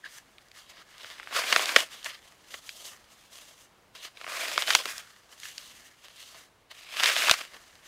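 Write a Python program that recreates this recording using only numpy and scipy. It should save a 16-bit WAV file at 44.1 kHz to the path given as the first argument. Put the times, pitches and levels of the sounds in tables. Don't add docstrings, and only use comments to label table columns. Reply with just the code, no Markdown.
import sys
import numpy as np
from scipy import signal
from scipy.fft import rfft, irfft, next_fast_len
from scipy.io import wavfile
from scipy.ndimage import uniform_filter1d, map_coordinates

SR = 44100
rng = np.random.default_rng(int(sys.argv[2]) if len(sys.argv) > 2 else 0)


def rack_gain(trim_db):
    fader = np.asarray(trim_db, float)
    return 10 ** (fader / 20)


def transcribe(u):
    v = np.clip(np.atleast_2d(u).T, -1, 1)
    q = np.round(v * 32767).astype(np.int16)
    wavfile.write(sys.argv[1], SR, q)


N = 347066

# [t/s, level/dB]
SQUEEZE_PRESSURE = [
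    [(1.187, -52), (1.277, -51), (1.313, -46), (1.365, -26), (1.453, -35), (1.55, -26), (1.742, -36.5),
     (1.786, -26.5), (1.812, -31.5), (1.88, -55.5)],
    [(4.123, -69), (4.179, -54.5), (4.262, -50), (4.298, -39.5), (4.416, -33), (4.56, -37.5), (4.602, -30),
     (4.655, -41.5), (4.691, -26.5), (4.737, -34.5), (4.763, -29), (4.833, -43), (4.901, -37), (4.949, -48),
     (5.001, -44), (5.064, -71)],
    [(6.745, -60.5), (6.896, -48.5), (6.988, -32.5), (7.072, -22.5), (7.142, -28.5), (7.319, -26),
     (7.371, -39.5), (7.409, -39), (7.511, -62)],
]
# [body at start/dB, body at end/dB, powder at start/dB, powder at end/dB]
SQUEEZE_BALANCE = [(-11, -10, -9.5, -6), (-8.5, -15, -8, -4), (-15.5, -14, -11, -6.5)]
# [start t/s, length/s, peak level/dB, place of the peak/0-1,
#                  body over crunch/dB, powder over crunch/dB]
LIGHT_CRUMBLES = [(0.033, 0.072, -48, 0.27, -14, -11), (0.088, .1, -47.5, 1, -16, -1),
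                  (0.401, .03, -63, .4, -12, -8.5), (.54, .11, -50.5, 0.35, -14, -4),
                  (0.686, 0.032, -49, .5, -12, -6), (0.665, 0.166, -49.5, 0.95, -10.5, -10.5),
                  (0.875, 0.32, -45.5, .74, -14, -8), (1.88, 0.16, -45.5, .32, -13.5, -6),
                  (2.039, 0.043, -37.5, 0.56, -12, -4), (2.071, 0.06, -42.5, 0.4, -17, -9),
                  (2.106, 0.054, -43, 0.84, -20, -11.5), (2.2, 0.14, -60, 0.6, -6, -4.5),
                  (2.486, 0.11, -47.5, .5, -13, -0.5), (2.618, 0.15, -50.5, 0.36, -17, 0),
                  (2.716, .23, -46, .7, -10, 0.5), (3.086, 0.067, -58.5, .65, -11.5, -1),
                  (3.168, 0.106, -59.5, .45, -19, -1.5), (3.309, 0.22, -51.5, 0.1, -13, -0.5),
                  (3.53, 0.13, -60.5, 0.75, -13, 4), (3.949, 0.065, -45, 0, -14, -7),
                  (3.999, 0.08, -41, .65, -13.5, -7.5), (5.296, 0.091, -54, 0.3, -6, -2.5),
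                  (5.381, 0.16, -44.5, .47, -22, -2.5), (5.52, 0.368, -50, .16, -20, -2.5),
                  (6.03, .06, -51, .33, -12, -5), (6.097, 0.36, -50.5, 0.3, -19, -3.5),
                  (6.323, 0.09, -57, .3, -1.5, -7), (6.705, 0.019, -42, 0.5, -14, -10),
                  (7.523, 0.05, -47.5, 0.43, -7, -7), (7.8, 0.086, -54, .9, -9, -5)]
# [t/s, level/dB]
CRUMB_TRICKLE = [(0, -67), (.85, -69), (2.2, -62), (3.64, -65), (3.7, -73), (3.93, -80), (4.12, -70),
                 (5.06, -56), (5.28, -66), (5.95, -63), (6.44, -65), (6.49, -74), (6.69, -86),
                 (6.75, -57.5), (7.6, -60), (7.87, -62.5)]
# [t/s, f/Hz]
HAND_HOLLOW = [(0, 2180), (.42, 1750), (.65, 2670), (.83, 1880), (1.1, 2450), (1.3, 1930), (1.9, 2250),
               (2.4, 2260), (2.83, 3060), (2.95, 1930), (3.3, 2835), (3.8, 1923), (4.0, 2630), (4.32, 1930),
               (4.8, 2480), (4.93, 1850), (5.28, 1940), (5.6, 3000), (5.93, 2050), (6.2, 2820), (6.4, 1900),
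               (6.72, 2460), (7.0, 2260), (7.87, 2120)]
# [f/Hz, relative level/dB per Hz]
CELL_SPECTRUM = [(600, -48), (950, -11), (1200, 2.5), (2000, -4), (3300, 0.5), (5000, 1), (7000, -18.5),
                 (10000, -51.5)]
# [f/Hz, relative level/dB per Hz]
BODY_SPECTRUM = [(120, -56.5), (220, -14), (400, -6), (650, 2.5), (850, -5), (1100, -1), (1500, -41.5)]
# [f/Hz, relative level/dB per Hz]
POWDER_SPECTRUM = [(3000, -36.5), (5000, -5), (6500, -2), (9000, -6.5), (12000, -10.5), (15500, -15),
                   (16500, -65)]
# [f/Hz, relative level/dB]
TRAY_SPECTRUM = [(1200, 0.5), (1450, -2), (1750, 2), (2150, 0), (2450, -6.5), (2800, 0), (4900, 0.5),
                 (5450, -2), (6100, 1), (7000, -1)]
# [t/s, peak level of the ringing piece/dB, centre f/Hz, main 60 dB decay/ms, body over peak/dB]
CRUST_SNAPS = [(0.383, -38, 2210, 8, -34), (0.485, -44, 5000, 6, -40), (0.515, -39, 3500, 8, -35),
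               (0.981, -34.5, 4200, 6.5, -43), (1.033, -32.5, 4230, 8, -14), (1.045, -31.5, 1700, 11, -11),
               (1.198, -25.5, 1500, 8, -34), (1.23, -32, 1470, 7.2, -32), (1.273, -24.5, 1280, 10, -29),
               (1.309, -33.5, 1380, 10, -5.5), (1.326, -27, 1860, 8.4, -6), (1.44, -24.5, 1590, 10, -8.5),
               (1.526, -6, 2030, 19, -16.5), (1.562, -2.5, 2100, 6, -13.5), (1.594, -17, 2670, 8, -5.5),
               (1.657, -14.5, 3490, 6, -32), (1.692, -15.5, 2130, 18, -16), (1.762, 2.5, 1310, 18, -12),
               (1.804, -14.5, 3150, 6, -31.5), (2.029, -32, 3630, 9, -32), (2.045, -22.5, 5000, 10, -24),
               (2.06, -20.5, 1800, 32, -19), (2.522, -36.5, 3160, 9, -18), (2.541, -25.5, 2000, 28, -12.5),
               (2.692, -22.5, 3330, 11, -29), (2.854, -30, 3720, 9.1, -18), (4.172, -35.5, 2520, 10, -17),
               (4.213, -28, 1660, 8, -12), (4.243, -29.5, 1760, 11, -9), (4.266, -23, 1130, 8.9, -9),
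               (4.277, -27.5, 1860, 7, -5), (4.286, -29.5, 1162, 10, -8), (4.578, -9.5, 1580, 6.8, -11),
               (4.622, -11.5, 1910, 6.6, -48), (4.674, -17, 3520, 8, -37), (4.681, -16, 1800, 6.8, -14),
               (4.69, -19.5, 1800, 11, -11), (4.694, -21, 1500, 16, -15), (4.704, -9, 2200, 29, -24),
               (4.734, -12, 3460, 16, -33.5), (4.75, 0, 2560, 13.4, -18.5), (4.859, -33.5, 800, 22, 1),
               (4.98, -21, 5500, 6, -25), (5.4, -34, 6000, 6, -35), (5.433, -29.5, 3040, 9.2, -39),
               (5.454, -32, 2060, 11, -35), (5.58, -24, 4050, 10, -34), (6.998, -15, 2380, 7, -21),
               (7.035, -7.5, 2570, 3.4, -28), (7.042, -8.5, 3160, 5.1, -20), (7.058, -7.5, 2420, 21, -30),
               (7.165, -10.5, 2580, 3.4, -18.5), (7.221, -14.5, 2200, 5.6, -27),
               (7.285, -12.5, 950, 13, -40), (7.296, -2.5, 1940, 7, -24.5), (7.312, 0, 3000, 10.8, -18),
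               (7.339, -15, 2000, 10.6, -17.5), (7.413, -25.5, 2180, 8.7, -15)]
# [t/s, peak level/dB]
MICROPHONE_THUMPS = [(4.749, -42), (7.311, -29)]
# [t/s, f/Hz, level/dB]
FINGER_SQUEAK = [(.038, 1650, -81), (.040, 1663, -45.5), (.052, 1585, -50.5), (.062, 1642, -39),
                 (.072, 1890, -51), (.082, 2050, -65)]
# [f/Hz, relative level/dB per Hz]
AIR_SPECTRUM = [(15, -28.5), (30, 0.5), (120, -1), (400, -3), (1000, -3), (3000, -10.5), (8000, -19.5),
                (16000, -26)]

SWELL_DB, SAG_DB = 13, 9.5
ATTACK_DB_PER_S, RELEASE_DB_PER_S = 1200, 450
TRICKLE_POWDER_DB = -4
HELD_BODY_DB = -76
AIR_DB = -63.5
TOP_HZ = 15800


def crushing():
    crunch_gain, body_gain, powder_gain, squeezed = handling()
    hollow_hz, = curves(HAND_HOLLOW)
    clumps = rack_gain(2.0 * wobble(100) + 0.96 * wobble(300))
    ticks = grains(150, spread_db=3.0)
    rush = signal.lfilter([1], [1, -rack_gain(-60 / (0.027 * SR))], np.abs(ticks))
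    small_cracks = unit(clumps * (1 + 0.03 * rush) * grains(9000, spread_db=3))
    cracks = unit(small_cracks + 0.2 * ticks)
    sift = unit(rack_gain(1.95 * wobble(60)) * rng.standard_normal(N))

    cells = coloured(crunch_gain * unit(cracks + 0.82 * sift), CELL_SPECTRUM)
    body = coloured(body_gain * cracks, BODY_SPECTRUM)
    powder = coloured(powder_gain * unit(cracks + 2.0 * sift), POWDER_SPECTRUM)
    grit = cupped(cells, hollow_hz, lift_db=10, octaves=0.5, patchy_db=1.6) + powder
    over_tray = coloured((1 - squeezed) * grit, TRAY_SPECTRUM)
    return squeezed * grit + over_tray + body


def handling():
    t = np.arange(N) / SR
    trickle_db, = curves(CRUMB_TRICKLE)
    held_db = np.full(N, HELD_BODY_DB)
    light = rack_gain([trickle_db, held_db, trickle_db + TRICKLE_POWDER_DB]) ** 2
    for start_s, length_s, peak_db, place, body_db, powder_db in LIGHT_CRUMBLES:
        stop_s = start_s + length_s
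        peak_s = start_s + np.clip(place, 0.02, 0.98) * length_s
        near = slice(max(round((start_s - 0.1) * SR), 0), round((stop_s + 0.2) * SR))
        db = np.interp(t[near], [start_s, peak_s, stop_s], [-SWELL_DB, 0, -SAG_DB])
        db = db + peak_db + contact(start_s, stop_s)[near]
        light[:, near] += rack_gain([db, db + body_db, db + powder_db]) ** 2

    hard = np.zeros((3, N))
    for rows, balance in zip(SQUEEZE_PRESSURE, SQUEEZE_BALANCE):
        ends = [rows[0][0], rows[-1][0]]
        db = curves(rows)[0] + contact(*ends)
        body_db = db + np.interp(t, ends, balance[:2])
        powder_db = db + np.interp(t, ends, balance[2:])
        hard += rack_gain([db, body_db, powder_db]) ** 2
    squeezed = hard[0] / (light[0] + hard[0])
    return *np.sqrt(light + hard), squeezed


def contact(start_s, stop_s):
    t = np.arange(N) / SR
    early_s = np.clip(start_s - t, 0, None)
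    late_s = np.clip(t - stop_s, 0, None)
    return -ATTACK_DB_PER_S * early_s - RELEASE_DB_PER_S * late_s


def cupped(x, hz, lift_db, octaves, patchy_db):
    f, t, z = signal.stft(x, SR, nperseg=256)
    centre_hz = np.interp(t * SR, np.arange(N), hz)
    distance = np.log2((f[:, None] + 1) / centre_hz) / octaves
    lift = lift_db * np.exp(-0.5 * distance ** 2)
    patches = uniform_filter1d(rng.standard_normal(z.shape), size=3, axis=0)
    patches = uniform_filter1d(patches, size=24, axis=1)
    gain = rack_gain(lift + patchy_db * unit(patches))
    power = np.mean(np.abs(z) ** 2, 1, keepdims=True)
    gain /= np.sqrt((gain ** 2 * power).sum(0) / power.sum())
    return signal.istft(z * gain, SR, nperseg=256)[1][:N]


def grains(rate, spread_db):
    chance, size, sign = rng.random((3, N))
    happens = chance < rate / SR
    return unit(happens * rack_gain(-spread_db * np.log(size)) * np.sign(sign - 0.5))


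def snaps():
    t = np.arange(2048) / SR
    s, db, hz, t60_ms, body_db = np.transpose(CRUST_SNAPS)[:, :, None]
    noise = rng.standard_normal((len(CRUST_SNAPS), len(t)))
    decay = rack_gain(-60 * (t * 1000 / t60_ms) ** 1.1)
    tail = 0.1 * rack_gain(-60 * t / 0.029)
    tearing = noise * (decay + tail) * (1 - np.exp(-t / 0.00011))
    first_break = 1.8 * np.sign(noise) * (t == 0)
    burst = tearing + first_break

    f = np.fft.rfftfreq(2 * len(t), 1 / SR)
    width_hz = hz + 300 + 1500 * rack_gain(db)
    ring = 1j * f * width_hz / (hz * hz - f * f + 1j * f * width_hz)
    lean = 1j * f / (600 + 1j * f) / (1 + 1j * f / 9000)
    piece = irfft(rfft(burst, 2 * len(t)) * (ring * lean) ** 2)[:, :len(t)]

    spit_db = -33 + 19 * np.log2(hz / 2500)
    shots = topped(piece)
    shots += rack_gain(body_db) * topped(coloured(burst, BODY_SPECTRUM))
    shots += rack_gain(spit_db) * topped(coloured(tearing, POWDER_SPECTRUM))
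    at = np.round(s * SR).astype(int) + np.arange(len(t))
    return np.bincount(at.ravel(), (rack_gain(db) * shots).ravel(), N + len(t))[:N]


def microphone_thumps():
    t = np.arange(N) / SR
    total = np.zeros(N)
    for s, db in MICROPHONE_THUMPS:
        age = np.clip(t - s, 0, None) / 0.00073
        total += rack_gain(db) * np.e * age * np.exp(-age)
    return total


def squeak():
    hz, db = curves(FINGER_SQUEAK)
    db[round(FINGER_SQUEAK[-1][0] * SR):] = -120
    level = rack_gain(db + 5.5 * wobble(254))
    unsteady_hz = hz * (1 + 0.034 * wobble(300))
    return level * np.sin(2 * np.pi * np.cumsum(unsteady_hz) / SR)


def room_air():
    return rack_gain(AIR_DB + 0.99 * wobble(5.0)) * coloured(rng.standard_normal(N), AIR_SPECTRUM)


def coloured(x, spectrum):
    m = 2 * next_fast_len(x.shape[-1] // 2 + 2048)
    hz, db = np.transpose(spectrum)
    log_f = np.log(np.fft.rfftfreq(m, 1 / SR) + 1)
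    gain = unit(rack_gain(np.interp(log_f, np.log(hz), db)))
    cepstrum = irfft(np.log(gain + 1e-6), m)
    cepstrum[1:m // 2] *= 2
    cepstrum[m // 2 + 1:] = 0
    return irfft(rfft(x, m) * np.exp(rfft(cepstrum)), m)[..., :x.shape[-1]]


def wobble(rate):
    knots = rng.standard_normal(int(N * rate / SR) + 4)
    return map_coordinates(knots, [np.arange(N) * rate / SR])


def curves(rows):
    s, *columns = np.transpose(rows)
    return [np.interp(np.arange(N) / SR, s, column) for column in columns]


def unit(x):
    return x / np.sqrt(np.mean(x ** 2) + 1e-20)


def topped(x):
    return x / np.abs(x).max(axis=1, keepdims=True)


def scene():
    return (crushing() + snaps() + microphone_thumps() + squeak() + room_air())[None]


def band_limit(x):
    return signal.sosfilt(signal.butter(12, 16430, fs=SR, output="sos"), x)


def record(dry):
    clipped = dry / (1 + np.abs(dry) ** 8) ** (1 / 8)
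    in_band = np.fft.rfftfreq(N, 1 / SR) < TOP_HZ
    mix = irfft(rfft(clipped) * in_band, N)
    return band_limit(mix)


dry = scene()
out = record(dry)
transcribe(out)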